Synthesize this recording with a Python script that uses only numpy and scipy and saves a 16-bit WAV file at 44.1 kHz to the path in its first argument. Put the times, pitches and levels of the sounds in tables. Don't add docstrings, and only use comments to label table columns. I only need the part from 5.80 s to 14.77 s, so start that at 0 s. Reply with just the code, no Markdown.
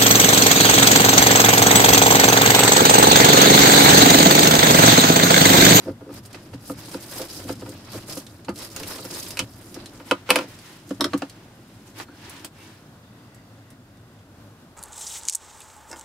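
import sys
import numpy as np
from scipy import signal
from scipy.fft import rfft, irfft
from scipy.io import wavfile

SR = 44100
rng = np.random.default_rng(int(sys.argv[2]) if len(sys.argv) > 2 else 0)


def gain_from_db(level_db):
    decades = np.asarray(level_db, float) / 20
    return 10 ** decades


def output_pcm(signal):
    pcm = np.clip(np.atleast_2d(signal).T, -1, 1) * 32767
    wavfile.write(sys.argv[1], SR, np.round(pcm).astype(np.int16))


N = 395430

# start_s, level_db on the table, hardness_db of shell over table, contact_ms
TWIST_BLOWS = [(0.056, -27, -33, 5.5), (0.068, -22.5, -44, 20), (0.079, -20.5, -33, 11),
               (0.093, -28, -19, 26), (0.209, -31.5, -21, 22), (0.261, -31.5, -38, 37),
               (0.291, -28, -25, 24), (0.305, -34, -15, 9.9), (0.545, -35.5, 2.5, 15),
               (0.734, -30, -11, 9.8), (0.897, -20.5, -17, 5.8), (0.912, -32, -29, 16),
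               (1.143, -19.5, -18.5, 6.8), (1.395, -23, -18, 23), (1.419, -34, -3, 15),
               (1.647, -26.5, -42, 6), (1.693, -16.5, -16, 10.5), (1.708, -29.5, -15, 22),
               (1.82, -25, -27, 9.5), (1.862, -31.5, -13, 49), (2.142, -25, -30, 18),
               (2.283, -34.5, -23, 12), (2.369, -25, -16, 2.6), (2.683, -16, -15, 6.6),
               (2.692, -23, -11, 2.6), (2.722, -38, -24, 3), (2.963, -35, 3, 30), (3.001, -30.5, -14, 24),
               (3.032, -35, -9, 12), (3.186, -33.5, -1, 31), (3.248, -28, -12, 6.9), (3.961, -28, -21, 7.6)]
LID_BLOWS = [(3.506, -57, 8, 11), (3.571, -37.5, 14, 9.7), (3.591, -28.5, 12.5, 4), (3.6, -34.5, 6, 33),
             (4.2, -35.5, -5, 8.6), (4.311, -9, -1, 10.8), (4.491, -20, -3, 4.6), (4.497, -19.5, 0, 5.8),
             (4.504, -14, 11, 4), (4.509, -18.5, 2, 13), (4.558, -15, 8, 6.9), (4.567, -21.5, -14, 20),
             (4.587, -20.5, 1, 5.9), (4.61, -25.5, -6, 9.5), (4.63, -29.5, -21, 18), (4.528, -27, -9, 22)]
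FIGURE_BLOWS = [
    (5.208, -15, 3.5, 9.4),
    (5.222, -28, 0, 12),
    (5.242, -14.5, 1, 16),
    (5.258, -22, -11, 11.5),
]
SMALL_BLOWS = [
    (5.107, -18, -32, 7.6),
    (5.199, -23, -27, 5.3),
    (5.333, -22, -1, 7.1),
    (5.339, -11, -27.5, 5.5),
    (5.42, -20, -8, 12.4),
    (6.2, -39, 7, 6.3),
    (6.284, -39.5, -17, 14),
    (6.5, -47, -4, 6.8),
    (6.645, -43, 10, 10.6),
    (7.779, -47.5, -11, 14),
]

# pitch_hz, level_db, t60_s
TABLE_MODES = [(284.4, -1, 0.086), (344.8, -5.5, 0.1), (426.6, -4.5, 0.015), (516.4, -2.5, 0.057),
               (617, -5.5, 0.015), (195.2, -12, 0.2), (118, -23, 0.3)]
JAR_BODY = [(674, -2, 0.075), (900, 1, 0.022), (965, -3, 0.031), (1235, -2.5, 0.07), (1395, -1.5, 0.015),
            (1670, -7.5, 0.024), (2060, -12, 0.02), (2300, -25, 0.047)]
JAR_SHELL = [(2640, -6.5, 0.011), (3200, -13.5, 0.026), (4000, -19, 0.09), (4600, -9, 0.037),
             (5100, -13.5, 0.014), (5800, -36, .03)]
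LID_BODY = [(684, -7, 0.05), (909, -0.5, 0.04), (1022, 0, 0.028), (1230, -3, 0.07), (1400, -1.5, 0.062),
            (1680, -9.5, .03), (2060, -12.5, 0.063)]
LID_SHELL = [(2330, 2, .04), (2410, 3.5, .04), (2552, 9, .046), (2650, -0.5, .05), (2950, 7.5, .04),
             (3260, -1, .04), (4000, 0, .04), (4550, 2, .04), (5060, -1.5, .04), (6300, -22, 0.011),
             (6310, -16, 0.023), (9080, -7.5, .03)]
FIGURE_BODY = [(980, -3, 0.033), (1150, -0.5, .07), (1300, 1.5, .07), (1504, -1.5, .06), (1710, -9, .03),
               (1970, -8.5, 0.072)]
FIGURE_SHELL = [(2450, -14, .03), (3200, -5, .04), (3400, 1.5, 0.033), (3800, 4, .04), (4200, -2, 0.027),
                (4800, -13, .04), (5260, 4, .05), (5650, -0.5, .04), (8300, -8.5, .04)]
SMALL_BODY = [(690, 1, 0.061), (907, -4, 0.053), (1144, -0.5, 0.023), (1403, -2, 0.058), (1713, -7, 0.061)]
SMALL_SHELL = [(2680, 0, .04), (3140, -2, .04), (3430, -5, 0.037), (4140, -4, .04), (4620, -5, .03)]

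# level_db, one per table mode
JAR_PLACE = [0.34, 0.8, 1.1, 0, -6.5, 2, 4]
LID_PLACE = [-0.5, -1, -1.5, 3.5, 0, -1.5, -5.5]
FIGURE_PLACE = [2.7, 1, -2, -11, 0, -4, -14]
SMALL_PLACE = [5, -4.5, -5.5, -2, -6, 2, -1]

# start_s, peak_db, pitch_hz
THREAD_SNAPS = [(0.3401, -26, 13500), (0.4524, -29.5, 4900), (0.459, -24.5, 9050), (0.5302, -27, 4600),
                (0.5467, -25.5, 2010), (0.293, -49, 1200), (0.9816, -47, 4930), (1.0041, -44, 4570),
                (1.0929, -22, 8680), (1.1148, -26, 5070), (1.1413, -23, 5100), (1.2271, -27, 5160),
                (1.2929, -35, 3730), (1.3398, -41, 5110), (1.498, -35, 5920), (1.5509, -30, 5800),
                (1.6042, -31, 5410), (1.6242, -38, 5070), (1.6411, -28, 6150), (1.699, -27, 2390),
                (1.7549, -31, 5060), (1.2096, -29, 7030), (1.3129, -19, 11600), (1.4167, -16, 5060),
                (1.5299, -21.5, 10700), (1.6881, -21, 4910), (1.725, -23, 5090), (1.8921, -21.5, 8540),
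                (2.1321, -24, 5550), (2.172, -26, 7300), (2.2967, -17, 5100), (2.3256, -17, 5100),
                (2.374, -18, 5600), (2.4663, -27, 3620), (2.6474, -30, 4060), (2.6918, -23.5, 4630),
                (0.049, -38, 4000), (1.81, -33, 7500), (1.861, -32, 4800)]
RIM_SNAPS = [(2.7586, -26, 4060), (2.7876, -21, 5100), (2.82, -23, 4000), (2.8474, -27, 5350),
             (2.9627, -11, 6760), (2.9996, -20, 4820), (2.777, -25, 5100), (2.966, -27, 1420),
             (3.033, -19, 2700), (3.1587, -23, 4560), (3.2515, -20, 5420), (3.3398, -24, 4540),
             (2.9015, -29, 5110), (2.9174, -30, 5150), (3.0586, -31, 5110), (3.1833, -24, 4000),
             (3.3046, -28, 2700), (3.3809, -24, 5220), (3.4278, -22, 5000), (3.443, -24, 11000),
             (3.572, -20, 2870), (3.465, -22, 3550), (3.5064, -16, 5140), (3.5917, -6, 2970),
             (3.9434, -21.5, 5440), (4.0587, -23, 4070)]
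TABLE_SNAPS = [(4.2996, -33, 4000), (4.3111, -17, 3530), (4.4972, -32, 4760), (4.5037, -8, 3030),
               (4.5575, -12, 3120), (4.7885, -29, 4600), (5.2076, -18, 3400), (5.2425, -16, 3400),
               (5.3363, -21, 3040), (5.3772, -20, 9150), (5.4201, -24.5, 3000), (5.4969, -26, 4500),
               (6.44, -37, 2200), (6.515, -44, 8000), (6.538, -40, 8500), (5.107, -27, 2960),
               (4.86, -38, 5000), (4.896, -38, 6500), (4.93, -34, 4500), (6.4961, -21, 9920),
               (6.565, -30, 3620), (6.5959, -33, 6000), (6.6455, -26.5, 3200), (6.647, -14.5, 8300),
               (6.2, -22.5, 830), (5.092, -26, 6720), (7.5462, -32, 7700), (7.9039, -31, 9020),
               (8.1708, -44, 3760), (4.504, -16, 10020), (4.558, -20, 10000), (8.39, -46, 3200)]

# start_s, length_s, level_db, swell_db, brightness_db
GRIPS = [(0.0, 0.12, -55, -5, 1), (.31, 0.075, -50.5, 13, 2), (.445, 0.02, -53, -4, 6),
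         (.5, 0.082, -54, 4, -6), (.58, 0.12, -57.5, -4, -6), (.72, 0.021, -51, 15, -3),
         (.8, 0.12, -55.5, 19, 16), (.97, 0.16, -49, 0, 2.5), (1.09, 0.082, -47, 7, 5),
         (1.2, 0.16, -47.5, 0, 7), (1.29, 0.15, -42.5, 13.5, 5.5), (1.47, 0.17, -44.5, 4, 6),
         (1.67, 0.045, -46.5, 13, 8), (1.78, 0.23, -55.5, -1, -3), (1.95, 0.21, -56.5, 11, -5),
         (2.12, 0.083, -44.5, -4, 2), (2.2, 0.083, -56.5, -6, -7), (2.28, 0.14, -45, -2, 9.5),
         (2.4, 0.19, -61.5, 11, 10), (2.75, 0.12, -45, 9, 7), (2.9, 0.057, -50, 4, 7),
         (2.96, 0.083, -44.5, 4, 3), (3.06, 0.12, -41, -1, 6.5), (3.19, 0.097, -47.5, -3, 7),
         (3.27, .04, -49, -2, 14), (3.31, 0.11, -39, 0, 6), (3.42, 0.088, -45, 8, 9),
         (3.5, 0.16, -49, 2, 1), (3.64, 0.29, -57.5, 11, 9.5), (3.93, 0.17, -56.5, 4, -10.5),
         (4.1, 0.24, -54.5, 4, -3), (.9, 1.67, -59, -8, -7)]
SWISHES = [(4.26, 0.081, -43.5, -5, 7), (4.34, 0.11, -58.5, -5, -10), (4.47, 0.025, -49, 2, -16.5),
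           (4.52, 0.12, -37.5, -9, -5), (4.69, 0.13, -48, -13, 4.5), (4.82, 0.27, -48.5, -12, 3.5),
           (5.05, 0.13, -50, 4, 10), (5.25, 0.33, -51.5, -9, 1), (5.5, 0.26, -61.5, -7, -6),
           (5.75, 0.75, -57.5, -8, 5), (4.2, 0.029, -46.5, 0, 5), (6.06, 0.07, -52, -8, 12),
           (6.16, 0.064, -36.5, 7, 6), (6.28, 0.14, -59, 5, -1), (6.38, 0.22, -47.5, 7.5, -4),
           (6.65, 0.024, -45.5, -11, -1), (6.77, 0.26, -51, -7.5, 1.5), (6.96, 0.13, -70.5, -2, 5)]
# start_s, length_s, level_db, swell_db, pitch_hz
SQUEAKS = [
    (6.285, .075, -54, -3, 1500),
    (6.26, .1, -65, 0, 4300),
    (6.45, .04, -56, 1, 1800),
    (6.8, .06, -56, -3, 2700),
    (6.78, .1, -58, -1, 2250),
    (4.197, .015, -55, 1, 1780),
    (7.76, .04, -57, 1, 800),
]
# start_s, length_s, level_db, swell_db
FOCUS = [
    (0.0, 0.82, -68, 4),
    (7.22, 0.75, -64.5, -4.5),
    (8.0, 0.47, -68, 5.5),
]
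# start_s, length_s, level_db, swell_db
LEANS = [(.07, 0.13, -42, -5), (.35, 0.088, -42, 5), (.7, 0.077, -42, 15), (.9, 0.1, -43, 11),
         (1.64, 0.38, -44, -12), (2.1, 0.11, -43.5, 15), (2.66, 0.067, -44, 15), (2.95, 0.096, -49, 4),
         (3.56, 0.079, -39.5, 19), (5.16, 0.25, -45.5, 3), (8.52, 0.2, -54, 2.5)]

# pitch_hz, level_db per Hz
SKIN = [(1470, -27), (2500, -10.5), (3950, -3.5), (4310, -4.5), (5070, -2.5), (6550, -6), (10800, -4),
        (13200, -2.5), (16000, -8)]
DULL_RUSTLE = [(350, -8.5), (600, -4.5), (798, -9.5), (928, -8), (1900, -11), (2040, -11.5), (4000, -18.5),
               (5200, -35), (8800, -120)]
SLEEVE = [(530, -13), (900, 4), (1150, -0.5), (1600, 1), (1820, 2), (2510, -0.5), (2750, 0.5), (13800, -21),
          (15000, -12)]
ROOM_HISS = [(88, -62), (150, -4), (172, -9), (275, -14), (406, -15), (566, -14.5), (1290, -20),
             (1480, -19), (2180, -28), (3550, -28), (4320, -29.5), (7770, -33.5), (16000, -33.5)]
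RUMBLE = [(12, -48), (20, -23), (43, -15.5), (54, -6), (65, -33), (82, -5.5), (103, 1), (119, 1.5),
          (135, -9.5), (220, -7), (290, -8), (480, -120)]
# pitch_hz, level_db
FOCUS_WHIRR = [(1550, -4), (1960, 2), (2680, -3.5), (3500, -4.5), (4600, -4)]
# pitch_hz, level_db
WHINE = [(7574, -83.5)]
# pitch_hz, likeness (1 = the same)
LIKENESS = [(25, 0.92), (60, .998), (180, 1), (550, 0.93), (1650, 0.38), (4970, 0.034), (15000, 0.042)]

LID_OFF_S = 4.2
BODY_FOLLOWS = 0.3
BODY_CUT_HZ, CUT_FOLLOWS = 2900, 0.31
SNAP_RISE_S = 0.00091
SNAP_RING, SNAP_WIDTH = 1.8, 0.065
GRIP_EDGE, SWISH_EDGE, SHORTEST_EDGE_S = 0.33, 0.54, 0.037
RELEASE_SLOWER = 1.64
STILL_DB = -71.5
RUSTLE_DB, RUSTLE_FOLLOWS = -46, 0.95
CLOTH_HISS_DB = -8.5
MURMUR_DB, MURMUR_FOLLOWS, MURMUR_LATE_DB = -49, 0.43, -2
CRACKLE_PER_S, CRACKLE_DB = 70, -12
SQUEAK_WIDTH_HZ = 170
RUMBLE_DB, RUMBLE_LATE_DB, ROOM_HISS_DB = -48.5, -2.5, -52.5
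ROOM_LAG = 4
ROOM_T60_S, ROOM_DB = 0.093, -10
MIC_TOP_HZ, TOP_CUT_HZ = 12600, 16050


def blows(rows, place_db, body_modes, shell_modes, crack_t60, body_db, crack_db):
    out = np.zeros((2, N))
    for s, table_db, hard_db, contact_ms in rows:
        contact_s = np.clip(contact_ms, 1, 50) / 1000
        body = struck(body_modes, rough=1.0, contact_s=0.417 * contact_s, longest_t60=0.05, tail=0.11)
        body_top_hz = min(BODY_CUT_HZ * gain_from_db(CUT_FOLLOWS * hard_db), 9000)
        body = signal.lfilter(*signal.butter(1, body_top_hz, fs=SR), body)
        shell = struck(shell_modes, rough=1.1, contact_s=0.2 * contact_s, longest_t60=0.022, tail=0.25)
        thud = pushed(contact_s, place_db) + gain_from_db(body_db + BODY_FOLLOWS * hard_db) * body
        add(out, gain_from_db(table_db) * thud, s, 0)
        add(out, gain_from_db(table_db + hard_db + 3.5) * shell, s, -1.5)
        add(out, gain_from_db(table_db + 1.7 * hard_db + crack_db) * crack(7000, 13000, crack_t60), s, -1.2)
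    return out


def pushed(contact_s, place_db):
    t = np.arange(round(0.15 * SR)) / SR
    hz, level_db, t60 = np.transpose(TABLE_MODES)[:, :, None]
    chance = rng.standard_normal((2, len(TABLE_MODES), 1))
    level_db = level_db + np.array(place_db)[:, None] + 2.0 * chance[0]
    phase = 2 * np.pi * hz * (1 + 0.012 * chance[1]) * t + 0.5 * chance[1]
    decay = gain_from_db(-60 * np.maximum(t - contact_s, 0) / np.minimum(t60, 0.12))
    rings = gain_from_db(level_db) * np.sin(phase) * decay
    wave = rings.sum(0) * (1 - np.exp(-t / (0.0049 + 0.037 * contact_s)))
    return wave / np.abs(wave).max()


def struck(modes, rough, contact_s, longest_t60, tail):
    t = np.arange(round(0.15 * SR)) / SR
    hz, level_db, t60 = np.transpose(modes)[:, :, None]
    chance = rng.standard_normal((2, len(modes), 1))
    level = gain_from_db(level_db + 1.1 * chance[0])
    t60 = np.minimum(t60, longest_t60)
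    rings = level * gain_from_db(-60 * t / t60) * np.sin(2 * np.pi * hz * (1 + 0.011 * chance[1]) * t)
    noise = rng.standard_normal((2, len(t)))
    noise[1] = 0.75 * noise[0] + 1.65 * noise[1] * min(hz.mean() / 2500, 1)
    crowd = sum((-1) ** k * level[k] * resonate(noise, f, 0.11 * f) for k, f in enumerate(hz[:, 0]))
    held = tail * gain_from_db(-60 * np.maximum(t - contact_s, 0) / (2.8 * longest_t60))
    held = held + 1.5 * gain_from_db(-60 * t / (0.8 * longest_t60))
    wave = (rings.sum(0) + rough * rms_one(crowd) * held) * (1 - np.exp(-t / 0.0004))
    return wave / np.abs(wave).max()


def crack(low_hz, high_hz, t60):
    t = np.arange(round(0.06 * SR)) / SR
    band = signal.butter(2, [low_hz, min(high_hz, 0.4 * SR)], "band", fs=SR, output="sos")
    tick = 0.52 * gain_from_db(-60 * t / 0.015)
    swell = (tick + gain_from_db(-60 * t / t60)) * (1 - np.exp(-t / SNAP_RISE_S))
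    push = rng.standard_normal((2, len(t))) * swell
    push[:, 8] += 7.0
    wave = signal.sosfilt(band, push)
    wave[1] = 0.3 * wave[0] + 0.95 * wave[1]
    return wave / np.abs(wave).max()


def snaps(rows, pan_db, below, above):
    out = np.zeros((2, N))
    for s, peak_db, hz in rows:
        click = crack(below * hz, above * hz, t60=0.071)
        ring = SNAP_RING * resonate(click, hz, SNAP_WIDTH * hz)
        add(out, gain_from_db(peak_db - 1.5) * (click + ring), s, pan_db)
    return out


def rubbing():
    on_lid = np.arange(N) / SR < LID_OFF_S
    grip_db = strokes(GRIPS, GRIP_EDGE, lean=-0.38)
    swish_db = strokes(SWISHES, SWISH_EDGE, lean=-0.62)
    grip_top_db = strokes(GRIPS, GRIP_EDGE, lean=0.53)
    swish_top_db = strokes(SWISHES, SWISH_EDGE, lean=0.46)
    skin_db = np.where(on_lid, grip_db, swish_db + CLOTH_HISS_DB)
    top_db = np.where(on_lid, grip_top_db, swish_top_db + CLOTH_HISS_DB)
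    dull_db = np.where(on_lid, RUSTLE_DB + RUSTLE_FOLLOWS * (grip_db + 48.5), swish_db)
    murmur_db = MURMUR_DB + MURMUR_FOLLOWS * (dull_db + 47.0) + MURMUR_LATE_DB * ~on_lid

    slips = grains(1500, spread_db=3.6)
    waking = sum(gain_from_db(db + 4 * drift(20)) * resonate(slips, hz, 0.07 * hz) for hz, db, t60 in JAR_SHELL)
    skin = patchy(shaped(slips + 1.4 * waking, SKIN), depth_db=4.2) + gain_from_db(CRACKLE_DB) * crackle()
    cloth = signal.lfilter([1], [1, -0.45], rng.standard_normal((2, N)))
    bright = np.where(on_lid, skin, patchy(shaped(cloth, SKIN), depth_db=3.5))
    rustle = shaped(grains(800, spread_db=0.0), DULL_RUSTLE)
    dull = np.where(on_lid, rustle, shaped(rng.standard_normal((2, N)), SLEEVE))

    jolts = grains(400, spread_db=2.2)[0]
    knock = pushed(0.00036, JAR_PLACE) * gain_from_db(-np.arange(round(0.15 * SR)) / 20.0)
    murmur = rms_one(signal.fftconvolve(jolts, knock)[:N])

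    low = signal.sosfilt(signal.butter(2, 6200, fs=SR, output="sos"), bright)
    top = signal.sosfilt(signal.butter(2, 6200, "high", fs=SR, output="sos"), bright)
    bright = gain_from_db(2.0 + drift(45)) * (gain_from_db(skin_db) * low - gain_from_db(top_db) * top) * gain_from_db([[-0.7], [0.7]])
    dull = gain_from_db(dull_db + 2.6 * drift(21) * on_lid) * dull
    return bright + dull + gain_from_db(murmur_db + 1.8 * drift(6.0)) * murmur


def grains(per_s, spread_db):
    sizes = gain_from_db(spread_db * np.minimum(rng.exponential(1, (2, N)), 3)) * rng.standard_normal((2, N))
    born = rng.random(N) < per_s * gain_from_db(5 * drift(35)) / SR
    return rms_one(rms_one(sizes * born) + 1.2 * rng.standard_normal((2, N)))


def crackle():
    born = rng.random(N) < CRACKLE_PER_S / SR
    ticks = born * gain_from_db(2.3 * np.minimum(rng.exponential(1, N), 3))
    puffs = signal.lfilter([1], [1, -gain_from_db(-60 / (0.026 * SR))], ticks)
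    return rms_one(puffs * shaped(rng.standard_normal((2, N)), SKIN))


def patchy(x, depth_db):
    edges = [500, 1500, 2500, 3500, 4600, 5800, 7500, 9500, 12000, 16500]
    bands = [signal.butter(1, pair, "band", fs=SR, output="sos") for pair in zip(edges, edges[1:])]
    return rms_one(sum(gain_from_db(depth_db * drift(32)) * signal.sosfilt(band, x) for band in bands))


def strokes(rows, edge, lean=0):
    t = np.arange(0, N, 16) / SR
    power = gain_from_db(2 * STILL_DB)
    for s, length, db, swell_db, *bright_db in rows:
        fade = max(edge * length, SHORTEST_EDGE_S)
        along = np.clip((t - s) / length, 0, 1)
        fade_in = np.clip((t - s) / fade + 0.5, 0, 1)
        fade_out = np.clip((s + length - t) / (RELEASE_SLOWER * fade) + 0.5, 0, 1)
        level = gain_from_db(db + swell_db * (along - 0.5) + lean * sum(bright_db))
        power = power + (fade_in * fade_out * level) ** 2
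    return np.interp(np.arange(N) / SR, t, 10 * np.log10(power))


def squeaks():
    hiss = rng.standard_normal(N)
    out = 0
    for row in SQUEAKS:
        hz = row[-1]
        chirr = resonate(resonate(hiss, hz, SQUEAK_WIDTH_HZ), hz, SQUEAK_WIDTH_HZ)
        out = out + (gain_from_db(strokes([row], edge=0.2)) - gain_from_db(STILL_DB)) * rms_one(chirr)
    return out


def room(x):
    t = np.arange(round(0.4 * SR)) / SR
    tail = rng.standard_normal((2, len(t))) * gain_from_db(-60 * t / ROOM_T60_S) * (t > 0.004)
    tail = signal.lfilter([1], [1, -0.4], tail)
    tail = tail / np.sqrt(np.sum(tail ** 2, axis=1, keepdims=True))
    thin = signal.sosfilt(signal.butter(4, 650, "high", fs=SR, output="sos"), x.mean(0))
    return signal.fftconvolve(thin[None], tail, axes=1)[:, :N]


def focus():
    hiss = rng.standard_normal((2, N))
    whirr = sum(gain_from_db(db + 2.1 * drift(4.1)) * rms_one(resonate(hiss, hz, 190)) for hz, db in FOCUS_WHIRR)
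    return (gain_from_db(strokes(FOCUS, edge=0.063)) - gain_from_db(STILL_DB)) * whirr


def room_tone():
    steady_db = RUMBLE_DB + RUMBLE_LATE_DB * (np.arange(N) / SR > LID_OFF_S)
    rumble_db = 10 * np.log10(gain_from_db(2 * steady_db) + gain_from_db(2 * strokes(LEANS, edge=0.085)))
    (hz, whine_db), = WHINE
    whine = gain_from_db(whine_db + 3.5) * np.sin(2 * np.pi * hz * np.arange(N) / SR)
    rumble = gain_from_db(rumble_db + 0.5) * shaped(rng.standard_normal((2, N)), RUMBLE)
    hiss = gain_from_db(ROOM_HISS_DB + 1.0 * drift(4.0)) * shaped(rng.standard_normal((2, N)), ROOM_HISS)
    air = (rumble + hiss) * gain_from_db([[0.25], [-0.25]])
    return np.array([air[0], np.roll(air[1], ROOM_LAG)]) + whine


def resonate(x, hz, width_hz):
    r = np.exp(-np.pi * width_hz / SR)
    poles = [1, -2 * r * np.cos(2 * np.pi * hz / SR), r * r]
    return signal.lfilter([(1 - r * r) / 2, 0, (r * r - 1) / 2], poles, x)


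def shaped(source, spectrum):
    hz = np.maximum(np.fft.rfftfreq(N, 1 / SR), 1)
    alike = np.clip(at_hz(LIKENESS, hz), -1, 1)
    mid, side = rfft(source) * gain_from_db(at_hz(spectrum, hz))
    ports = np.sqrt(1 + alike) * mid + np.sqrt(1 - alike) * side * [[1], [-1]]
    return rms_one(irfft(ports, N))


def at_hz(points, hz):
    point_hz, value = np.array(points).T
    return np.interp(np.log(hz), np.log(point_hz), value)


def drift(rate):
    r = np.exp(-80 * np.pi * rate / SR)
    slow = signal.lfilter([1], [1, -2 * r, r * r], rng.standard_normal(N // 40 + 2002))[2000:]
    return np.interp(np.arange(N) / 40, np.arange(len(slow)), rms_one(slow))


def rms_one(x):
    return x / np.sqrt(np.mean(x ** 2) + 1e-20)


def add(out, wave, s, pan_db):
    i = round(s * SR)
    wave = wave * gain_from_db(np.array([[pan_db], [-pan_db]]) / 2)
    out[:, i:i + wave.shape[1]] += wave[:, :N - i]


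def scene():
    hits = blows(TWIST_BLOWS, JAR_PLACE, JAR_BODY, JAR_SHELL, crack_t60=0.016, body_db=2.3, crack_db=-11.0)
    hits += blows(LID_BLOWS, LID_PLACE, LID_BODY, LID_SHELL, crack_t60=0.049, body_db=2.5, crack_db=-5.5)
    hits += blows(FIGURE_BLOWS, FIGURE_PLACE, FIGURE_BODY, FIGURE_SHELL,
                  crack_t60=0.057, body_db=-1.0, crack_db=-3.5)
    hits += blows(SMALL_BLOWS, SMALL_PLACE, SMALL_BODY, SMALL_SHELL,
                  crack_t60=0.03, body_db=5.5, crack_db=-17)
    hits += snaps(THREAD_SNAPS, -1.6, below=0.45, above=2.45)
    hits += snaps(RIM_SNAPS, -2.1, below=0.5, above=2.53)
    hits += snaps(TABLE_SNAPS, -1.6, below=0.47, above=2.53)
    hits = signal.sosfilt(signal.butter(4, 110, "high", fs=SR, output="sos"), hits)
    return hits + gain_from_db(ROOM_DB) * room(hits) + rubbing() + squeaks() + room_tone() + focus()


def top_cut(x):
    return signal.sosfilt(signal.butter(12, 16460, fs=SR, output="sos"), x)


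def record(dry):
    soft = signal.sosfilt(signal.butter(1, MIC_TOP_HZ, fs=SR, output="sos"), dry)
    clipped = np.clip(soft, -0.9, 0.9)
    mix = signal.sosfilt(signal.cheby2(20, 60, TOP_CUT_HZ, fs=SR, output="sos"), clipped)
    return top_cut(mix)


dry = scene()
out = record(dry)
output_pcm(out)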